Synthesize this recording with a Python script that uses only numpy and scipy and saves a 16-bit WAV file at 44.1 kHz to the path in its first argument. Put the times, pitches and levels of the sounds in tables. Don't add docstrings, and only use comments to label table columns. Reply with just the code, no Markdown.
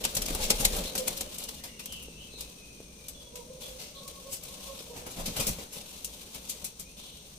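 import sys
import numpy as np
from scipy import signal
from scipy.fft import rfft, irfft
from scipy.io import wavfile
from scipy.ndimage import map_coordinates

SR = 44100
rng = np.random.default_rng(int(sys.argv[2]) if len(sys.argv) > 2 else 0)


def transcribe(u):
    v = np.clip(np.atleast_2d(u).T, -1, 1)
    q = np.round(v * 32767).astype(np.int16)
    wavfile.write(sys.argv[1], SR, q)


N = 325458
TIME = np.arange(N) / SR

# f/Hz, level/dB
HUM_SPECTRUM = [(15, -4), (30, -7), (55, 6.5), (95, -9.5), (175, 0.5), (340, -11), (510, -8), (750, -24.5),
                (1100, -21.5), (1800, -29.5), (2500, -21.5), (5000, -23), (10000, -45), (16000, -73)]
# t/s, level/dB
HUM_RIDE = [(2.3, -51), (2.9, -52.5), (7.38, -54.5)]
# f/Hz, width/Hz, level/dB
HISS_HUMPS = [(3350, 450, -24), (4100, 770, -7), (6090, 1340, 0), (8680, 950, 0)]
# t/s, length/s, level/dB
SHUFFLES = [(0, 0.24, -42.5), (.27, 0.17, -38.5), (0.528, 0.27, -37.5), (1.06, 0.12, -40.5),
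            (1.3, 0.23, -45), (1.832, 0.15, -49.5), (2.369, 0.067, -47), (3.6, 0.075, -44.5),
            (3.945, 0.54, -51.5), (4.444, 0.37, -44.5), (5.12, 0.23, -47), (5.37, 0.17, -43.5),
            (5.752, 0.02, -40.5), (5.88, 0.41, -47.5), (6.355, 0.22, -46.5), (6.962, 0.11, -50),
            (7.254, .14, -55.5)]
# t/s, effort/dB, push of air on the microphone/dB
WINGBEATS = [(.005, -1, -45), (0.162, -0.5, -35), (.275, 0, -32), (.385, 1.5, -32), (.497, 1, -33),
             (.6, -2, -28.5), (0.699, 2, -32), (.775, -1, -37), (.95, -3, -52), (1.073, -4, -47),
             (1.19, -6, -48), (5.168, -4.5, -38), (5.255, -4.5, -46), (5.365, -3.5, -40), (5.45, -4, -40)]
# f/Hz, level/dB
PLUMAGE_SPECTRUM = [(300, -8), (1000, 0.5), (1800, -13.5), (2400, -0.5), (3600, 4.5), (5000, 0), (6300, 0),
                    (11000, -0.8), (16000, -7.5)]
# f/Hz, level/dB
WHOOSH_SPECTRUM = [(40, 13.5), (100, -14.5), (185, 6.5), (330, -6.5), (530, 4.5), (700, -6), (830, -9),
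                   (1050, -11.5), (2200, -16), (5000, -42)]
# f/Hz, level/dB
EDDY_SPECTRUM = [(12, -23), (29, -25), (42, 4), (65, 12), (120, -22), (300, -52), (1000, -80)]
# f/Hz, level/dB
QUILL_SPECTRUM = [(150, 0), (500, 1), (1100, -3.5), (1800, -7.5), (2300, 1), (3300, 2.5), (6000, 2.5),
                  (8700, -0.5), (10600, -1), (13000, -3), (16000, -10)]
# t/s at the peak, level/dB, rise/s, decay/s, brightness (treble tilt), body/dB
WING_FLICKS = [(.042, -26.5, 0.0028, 0.012, -0.5, -5), (.051, -19, 0.0013, 0.0078, 1, 2),
               (0.152, -26, .003, 0.011, 7, 1), (0.168, -22.5, 0.0013, 0.014, 1.5, 1.5),
               (0.22, -27, 0.002, 0.012, 3, -2), (0.263, -29, 0.0059, 0.0063, 1.5, 0),
               (0.285, -32, .001, 0.0076, 2, 9), (.308, -31, 0.0046, 0.0066, 0, 9),
               (.35, -28.5, .0006, 0.0095, 7, 14), (0.443, -28, 0.026, 0.026, -0.5, -4),
               (0.504, -14.5, 0.002, 0.011, 1, -1.5), (0.603, -27.5, 0.0069, 0.03, 3.5, 5.5),
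               (0.652, -14, 0.0036, 0.008, 2, -3), (0.769, -30.5, 0.014, 0.019, 5, 12),
               (0.954, -26.5, .0025, 0.013, 3.5, 6), (0.979, -27.5, 0.001, 0.024, 2.5, -13),
               (1.081, -20.5, 0.005, 0.0059, 5, 3), (1.178, -32.5, 0.008, 0.006, 2.5, -17),
               (1.21, -26, 0.0019, 0.0094, 3.5, 2.5), (1.344, -39, .0015, 0.0093, 4, 6),
               (1.384, -33.5, 0.0013, 0.015, 6, -3), (1.439, -32.5, 0.0015, 0.0078, 3, -41),
               (1.491, -32, 0.004, 0.0072, 0, 2), (1.639, -37, 0.0017, 0.032, 0.5, 3),
               (1.796, -37.5, 0.0028, 0.019, 0, 1), (1.86, -37, 0.0033, 0.011, 2, -3),
               (1.924, -38, 0.0012, 0.018, 3, 0), (2.028, -43, .004, .018, 9, -8),
               (2.409, -35, 0.0015, 0.016, 5, -15), (3.084, -35.5, .0012, 0.019, 6, -2),
               (3.357, -41, 0.0016, 0.026, 0, -5), (3.799, -40, 0.0097, 0.078, -1.5, 1),
               (4.078, -37, .001, 0.01, 4.5, -2), (4.333, -32, 0.016, 0.03, 5.5, -5),
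               (4.437, -37.5, 0.0019, 0.0068, 10, 0), (4.791, -39, .0013, 0.015, -4, -6),
               (4.974, -40.5, 0.024, 0.062, 1, 9.5), (5.068, -38, 0.0078, 0.025, 0.5, 11),
               (5.118, -38.5, 0.016, 0.0089, 4, 9), (5.208, -36, 0.031, 0.023, 3, 15.5),
               (5.26, -31, 0.0031, 0.036, 0, 0), (5.368, -29.5, 0.006, 0.037, 0, 7),
               (5.401, -26.5, 0.0039, 0.034, 2, 6), (5.469, -24.5, 0.0009, 0.033, 5.5, 0.5),
               (5.587, -40, 0.0026, 0.04, 1.5, 13), (5.731, -39, 0.0082, 0.035, 3, 3.5),
               (6.046, -29.5, .0006, 0.015, 4.5, -18), (6.35, -36, 0.0057, 0.017, 2.5, 3.5),
               (6.499, -28, 0.006, 0.018, 3, -14), (6.644, -29.5, 0.00093, 0.023, 6, -3.5),
               (6.798, -36, 0.0037, 0.023, 6.5, 2.5)]
# t/s, level/dB, hardness/(dB per octave), scuff decay/s
FOOTFALLS = [(.167, -30, 4, 0.0021), (0.28, -33, 3, 0.0034), (.4, -31, 16, 0.014), (.504, -22.5, 4, 0.0024),
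             (0.601, -28.5, -0.5, 0.0035), (.627, -30.5, 27, 0.0065), (5.18, -32.5, -6.5, 0.03),
             (5.276, -31, -9, 0.019), (5.391, -27.5, -0.5, 0.015), (5.498, -23, -15, 0.0028),
             (5.585, -37.5, 3, 0.0044), (5.768, -37.5, 7, 0.0077), (6.632, -38, 0, 0.0054)]
# f/Hz, level/dB, t60/s
GRID_MODES = [(54.5, -18, 0.083), (140, 0, 0.08), (174, 1, 0.23), (213.4, 7, 0.079), (300, -11, 0.037),
              (424, -11.5, 0.11), (545, 3.5, 0.079), (606, -12, .07), (835, -11.5, 0.16)]
# t/s, level/dB
CLAW_TICKS = [(.3485, -24), (1.858, -25), (1.9235, -42), (2.408, -30), (3.356, -38), (4.0772, -46),
              (5.469, -19), (6.0455, -26)]
# t/s, length/s, start f/Hz, end f/Hz, width/Hz, level/dB, loudest point/share of length
SQUEAKS = [(0.841, 0.081, 3870, 4100, 896, -43.5, 0.34), (1.577, 0.24, 1820, 2134, 380, -60, 0.37),
           (1.859, 0.22, 3195, 2810, 696, -47, 0.32), (2.162, 0.11, 2710, 3170, 447, -49, 0.42),
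           (2.297, 0.16, 4090, 3894, 656, -48.5, 0.53), (3.142, 0.19, 3420, 3350, 109, -55, 0.08),
           (3.61, 0.084, 3440, 3400, 160, -48.5, 0.27), (3.948, 0.071, 3670, 3980, 1516, -48.5, 0.28),
           (6.822, 0.12, 2180, 2660, 300, -60, 0.41), (6.944, 0.35, 3600, 3575, 1800, -54, 0.25)]
# t/s, level/dB
KNOCKS = [(0.852, -32.5), (2.084, -39), (2.339, -40), (2.803, -37), (4.806, -41)]
# t/s, length/s, f/Hz, level/dB, octave overtone/dB
COO_SYLLABLES = [(.975, 0.064, 522, -42, -22), (1.153, 0.11, 538.7, -49, -28),
                 (3.19, 0.15, 486.4, -61.5, -6.5), (3.33, 0.13, 483.6, -53, -8),
                 (3.46, 0.18, 512, -52, -20), (3.61, 0.19, 517, -56.5, -26), (3.94, 0.1, 547, -60.5, 0.5),
                 (4.03, 0.099, 543, -58.5, 1), (4.14, 0.084, 545, -63, 5), (4.24, 0.071, 536, -50, -8),
                 (4.48, 0.15, 539, -60, -.5), (4.655, 0.11, 543, -51.5, -5),
                 (4.895, 0.062, 470, -45.5, -12), (4.99, 0.11, 497, -54.5, -20)]


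def undb(db):
    return 10 ** (np.asarray(db) / 20)


def unit(x):
    return x / np.sqrt(np.mean(x ** 2))


def freqs(x):
    return np.maximum(np.fft.rfftfreq(x.shape[-1], 1 / SR), 1)


def eq(x, db):
    return irfft(rfft(x) * undb(db), x.shape[-1])


def colour(x, spectrum):
    hz, db = np.transpose(spectrum)
    return unit(eq(x, np.interp(np.log(freqs(x)), np.log(hz), db)))


def wander(size, rate):
    place = np.arange(size) * rate / SR
    return map_coordinates(rng.standard_normal(int(place[-1]) + 2), [place], order=3, mode="nearest")


def add(out, s, x):
    start = int(s * SR)
    a, b = max(start, 0), min(start + x.shape[-1], N)
    out[:, a:b] += x[..., a - start:b - start]


def gate(start, length, attack_s, release_s):
    age = TIME - start
    return np.clip(age / attack_s, 0, 1) * np.exp(-np.maximum(age - length, 0) / release_s)


def arch(length, peak=0.36):
    progress = np.linspace(0, 1, int(length * SR))
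    return progress, np.sin(np.pi * np.interp(progress, [0, peak, 1], [0, .5, 1]))


def hoarse(hz, width_hz):
    scatter = np.array([wander(len(hz), width_hz) + 1j * wander(len(hz), width_hz) for _ in range(2)])
    return unit(np.real(scatter * np.exp(2j * np.pi * np.cumsum(hz) / SR)))


def outdoor_bed(hiss_db=-56.5):
    ride_db = np.interp(TIME, *np.transpose(HUM_RIDE))
    hum = colour(rng.standard_normal((2, N)), HUM_SPECTRUM) * undb(ride_db)
    humps = sum(undb(db) / (1 + (2 * (freqs(hum) - hz) / width) ** 4) for hz, width, db in HISS_HUMPS)
    hiss = unit(eq(rng.standard_normal((2, N)), 20 * np.log10(humps)))
    return hum + undb(hiss_db) * hiss


def shuffling(attack_s=0.0069, release_s=0.12, fidget_db=-55.5):
    power = sum((undb(db) * gate(s, length, attack_s, release_s)) ** 2 for s, length, db in SHUFFLES)
    return np.sqrt(power + undb(fidget_db) ** 2)


def flapping(attack_s=0.0079, hold_s=0.036, release_s=0.14):
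    power = sum((undb(db) * gate(s, hold_s, attack_s, release_s)) ** 2 for s, db, _ in WINGBEATS)
    return np.sqrt(power)


def barbs(size, grain_db, slip_db, slip_rate):
    clicks = rng.standard_normal((2, size)) * undb(grain_db * np.minimum(rng.exponential(size=size), 5))
    return unit(clicks * undb(slip_db * wander(size, slip_rate)))


def rustle(rub, effort, shuffle_db=-1.0, wing_db=-44, jerk_db=1.53):
    feathers = colour(barbs(N, grain_db=1.4, slip_db=2.0, slip_rate=140), PLUMAGE_SPECTRUM)
    movement = np.hypot(rub * undb(shuffle_db), effort * undb(wing_db))
    return feathers * movement * undb(jerk_db * wander(N, 40))


def wing_whoosh(rub, effort, wing_db=-42, shuffle_db=-12, flutter_db=2, band_db=2.5, band_octaves=0.31):
    air = colour(rng.standard_normal((2, N)), WHOOSH_SPECTRUM)
    octave, spectrum = np.log2(freqs(air) / 100), rfft(air)
    bands = (irfft(spectrum * np.exp(-((octave - centre) / band_octaves) ** 2), N)
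             for centre in np.linspace(-1, 5, 16))
    whoosh = unit(sum(band * undb(band_db * wander(N, 35)) for band in bands))
    push = np.hypot(effort * undb(wing_db), rub * undb(shuffle_db))
    return whoosh * push * undb(flutter_db * wander(N, 45))


def draught(eddy_db=-12, wave_hz=28, length_s=0.12, scatter=0.13):
    out, progress = np.zeros((2, N)), np.linspace(0, 1, int(length_s * SR))
    eddies = colour(rng.standard_normal((2, N)), EDDY_SPECTRUM) * undb(eddy_db)
    for s, _, db in WINGBEATS:
        hz = wave_hz * (1 + scatter * rng.standard_normal())
        wave = np.array([[1], [0]]) * np.sin(2 * np.pi * hz * length_s * progress)
        start = int(s * SR)
        gust = wave + eddies[:, start:start + len(progress)]
        add(out, s, gust * np.sin(np.pi * progress) * undb(db))
    return out


def quill_crackle(effort, per_s=60, size_db=3.0, decay_s=0.0033, trim_db=-47):
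    snaps = (rng.random(N) < per_s / SR) * undb(size_db * np.minimum(rng.exponential(size=N), 2))
    envelope = signal.lfilter([1], [1, -np.exp(-1 / (decay_s * SR))], snaps + 1e-18)
    quills = colour(rng.standard_normal((2, N)), QUILL_SPECTRUM)
    return unit(quills * envelope) * effort * undb(trim_db)


def wing_flicks(patchy_db=2.5, patch_hz=170, snap_db=-2, snap_s=0.00061, trim_db=-1.73,
                crisp_db=3.0, crisp_share=0.63, blunt=0.22):
    out, size = np.zeros((2, N)), 16384
    t = (np.arange(size) - size // 4) / SR
    for s, db, rise, decay, brightness, body_db in WING_FLICKS:
        quills = colour(barbs(size, grain_db=2.0, slip_db=-1.0, slip_rate=230), QUILL_SPECTRUM)
        f = freqs(quills)
        tilt = brightness * np.clip(np.log2(f / 6500) / 0.58, -.8, .6)
        body = body_db / (1 + (f / 2000) ** 4)
        patches = patchy_db * np.interp(f / patch_hz, np.arange(400), rng.standard_normal(400))
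        quills = unit(eq(quills, tilt + body + patches))
        top = eq(quills, -20 * np.log10(1 + (8000 / f) ** 4))
        fade = np.hypot(t / np.where(t < 0, rise, decay), blunt) - blunt
        stroke = (quills - top) * np.exp(-fade) + undb(crisp_db) * top * np.exp(-fade / crisp_share)
        snap = quills * undb(snap_db) * np.exp(-(np.abs(t) + rise / 2) / snap_s)
        add(out, s + t[0], (stroke + snap) * undb(db + trim_db))
    return out


def footfalls(scuff_db=-19, detune=0.015):
    out, t = np.zeros((2, N)), TIME[:SR // 3]
    for s, db, hardness, scuff_s in FOOTFALLS:
        ring = np.zeros(len(t))
        for hz, mode_db, t60 in GRID_MODES:
            envelope = undb(mode_db + hardness * np.log2(hz / 200) - 60 * t / t60)
            ring += envelope * np.sin(2 * np.pi * hz * t * (1 + detune * rng.standard_normal()))
        strike = t == 0
        scuff = undb(scuff_db) * rng.standard_normal((2, len(t))) * np.exp(-t / scuff_s)
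        thump = signal.fftconvolve(strike + scuff, ring[None], axes=1)
        add(out, s, undb(db) * thump / np.abs(thump).max(axis=1, keepdims=True))
    return out


def far_whistle(start_s=0.25, end_s=3.05, start_hz=3330, sag_hz_per_s=340, level_db=-55,
                fade_db_per_s=2.5):
    age = TIME - start_s
    tone = hoarse(start_hz - sag_hz_per_s * age, width_hz=200)
    envelope = gate(start_s, end_s - start_s, attack_s=0.27, release_s=0.033)
    return tone * envelope * undb(level_db - fade_db_per_s * age + 3.0 * wander(N, 22))


def claw_ticks(decay_s=0.001, low_cut_hz=6500, trim_db=1):
    out, t = np.zeros((2, N)), TIME[:SR // 40]
    for s, db in CLAW_TICKS:
        noise = rng.standard_normal((2, len(t)))
        treble = unit(eq(noise, -20 * np.log10(1 + (low_cut_hz / freqs(noise)) ** 2)))
        add(out, s, treble * np.exp(-t / decay_s) * undb(db + trim_db))
    return out


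def squeaks(trim_db=-2.5, core_db=-6, core_share=0.35):
    out = np.zeros((2, N))
    for s, length, start_hz, end_hz, width_hz, db, peak in SQUEAKS:
        progress, swell = arch(length, peak)
        hz = start_hz + (end_hz - start_hz) * np.sin(np.pi * progress / 2)
        wheeze = hoarse(hz, width_hz)
        core = undb(core_db) * hoarse(hz, core_share * width_hz)
        add(out, s, (wheeze + core) * swell * undb(db + trim_db))
    return out


def knocks(hz=460, decay_s=0.0025):
    out, t = np.zeros((2, N)), TIME[:SR // 20]
    knock = np.array([[1], [0]]) * np.sin(2 * np.pi * hz * t) * np.exp(1 / 2 - t / decay_s)
    for s, db in KNOCKS:
        add(out, s, undb(db) * knock)
    return out


def coos(jitter=0.013, sag=0.027, flutter_db=3.5, trim_db=-1.0, husk_db=-7, husk_hz=90):
    out = np.zeros((2, N))
    for s, length, pitch_hz, db, octave_db in COO_SYLLABLES:
        progress, swell = arch(length)
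        hz = pitch_hz * (1 + sag * (1 / 4 - progress ** 2) + jitter * wander(len(progress), 108))
        phase = 2 * np.pi * np.cumsum(hz) / SR
        tone = np.sqrt(2) * (np.sin(phase) + undb(octave_db) * np.sin(2 * phase))
        husk = undb(husk_db) * (hoarse(hz, husk_hz) + undb(octave_db) * hoarse(2 * hz, husk_hz))
        gain = undb(db + trim_db + flutter_db * wander(len(progress), 56))
        add(out, s, (tone + husk) * swell ** 0.63 * gain)
    return out


def far_cooing(start_s=2.7, length_s=2.23, pitch_hz=545.0, level_db=-58):
    band = hoarse(np.full(N, pitch_hz), width_hz=190)
    envelope = gate(start_s, length_s, attack_s=0.68, release_s=0.086)
    return band * envelope * undb(level_db + 2 * wander(N, 15))


def loft(x, wet_db, t60):
    t = TIME[:SR // 2]
    echo = rng.standard_normal((2, len(t))) * undb(-60 * t / t60) * (t > .004)
    echo = eq(echo, -10 * np.log10(1 + (freqs(echo) / 9000) ** 2))
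    wet = signal.fftconvolve(x, unit(echo) / np.sqrt(len(t)), axes=1)[:, :N]
    return x + undb(wet_db) * wet


def mic_ports(mid_side, spacing_m=0.19):
    likeness = np.sinc(2 * freqs(mid_side) * spacing_m / 343)
    mid, side = irfft(rfft(mid_side) * np.sqrt([(1 + likeness) / 2, (1 - likeness) / 2]), N)
    return np.array([mid + side, mid - side])


def scene(coo_pan_db=2.5):
    rub, effort = shuffling(), flapping()
    foley = (wing_flicks() + claw_ticks() + rustle(rub, effort) + quill_crackle(effort)
             + wing_whoosh(rub, effort) + footfalls() + knocks())
    near = loft(foley, wet_db=-14, t60=0.2)
    cooing = loft(coos(), wet_db=-7, t60=0.43) * undb([[-coo_pan_db], [coo_pan_db]])
    begging = loft(squeaks(), wet_db=-2, t60=0.3)
    return mic_ports(near + draught() + outdoor_bed() + far_whistle() + far_cooing()) + cooing + begging


def record(dry, lean_db=3.5, notch_db=-5, notch_hz=10300, notch_width_hz=1500, top_hz=15450):
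    f = freqs(dry)
    lean = lean_db / (1 + (3300 / f) ** 3)
    notch = notch_db / (1 + (2 * (f - notch_hz) / notch_width_hz) ** 2)
    coloured = eq(dry, [lean / 2, notch - lean / 2])
    return signal.sosfilt(signal.ellip(10, .2, 70, top_hz, fs=SR, output="sos"), coloured)


dry = scene()
out = record(dry)
transcribe(out)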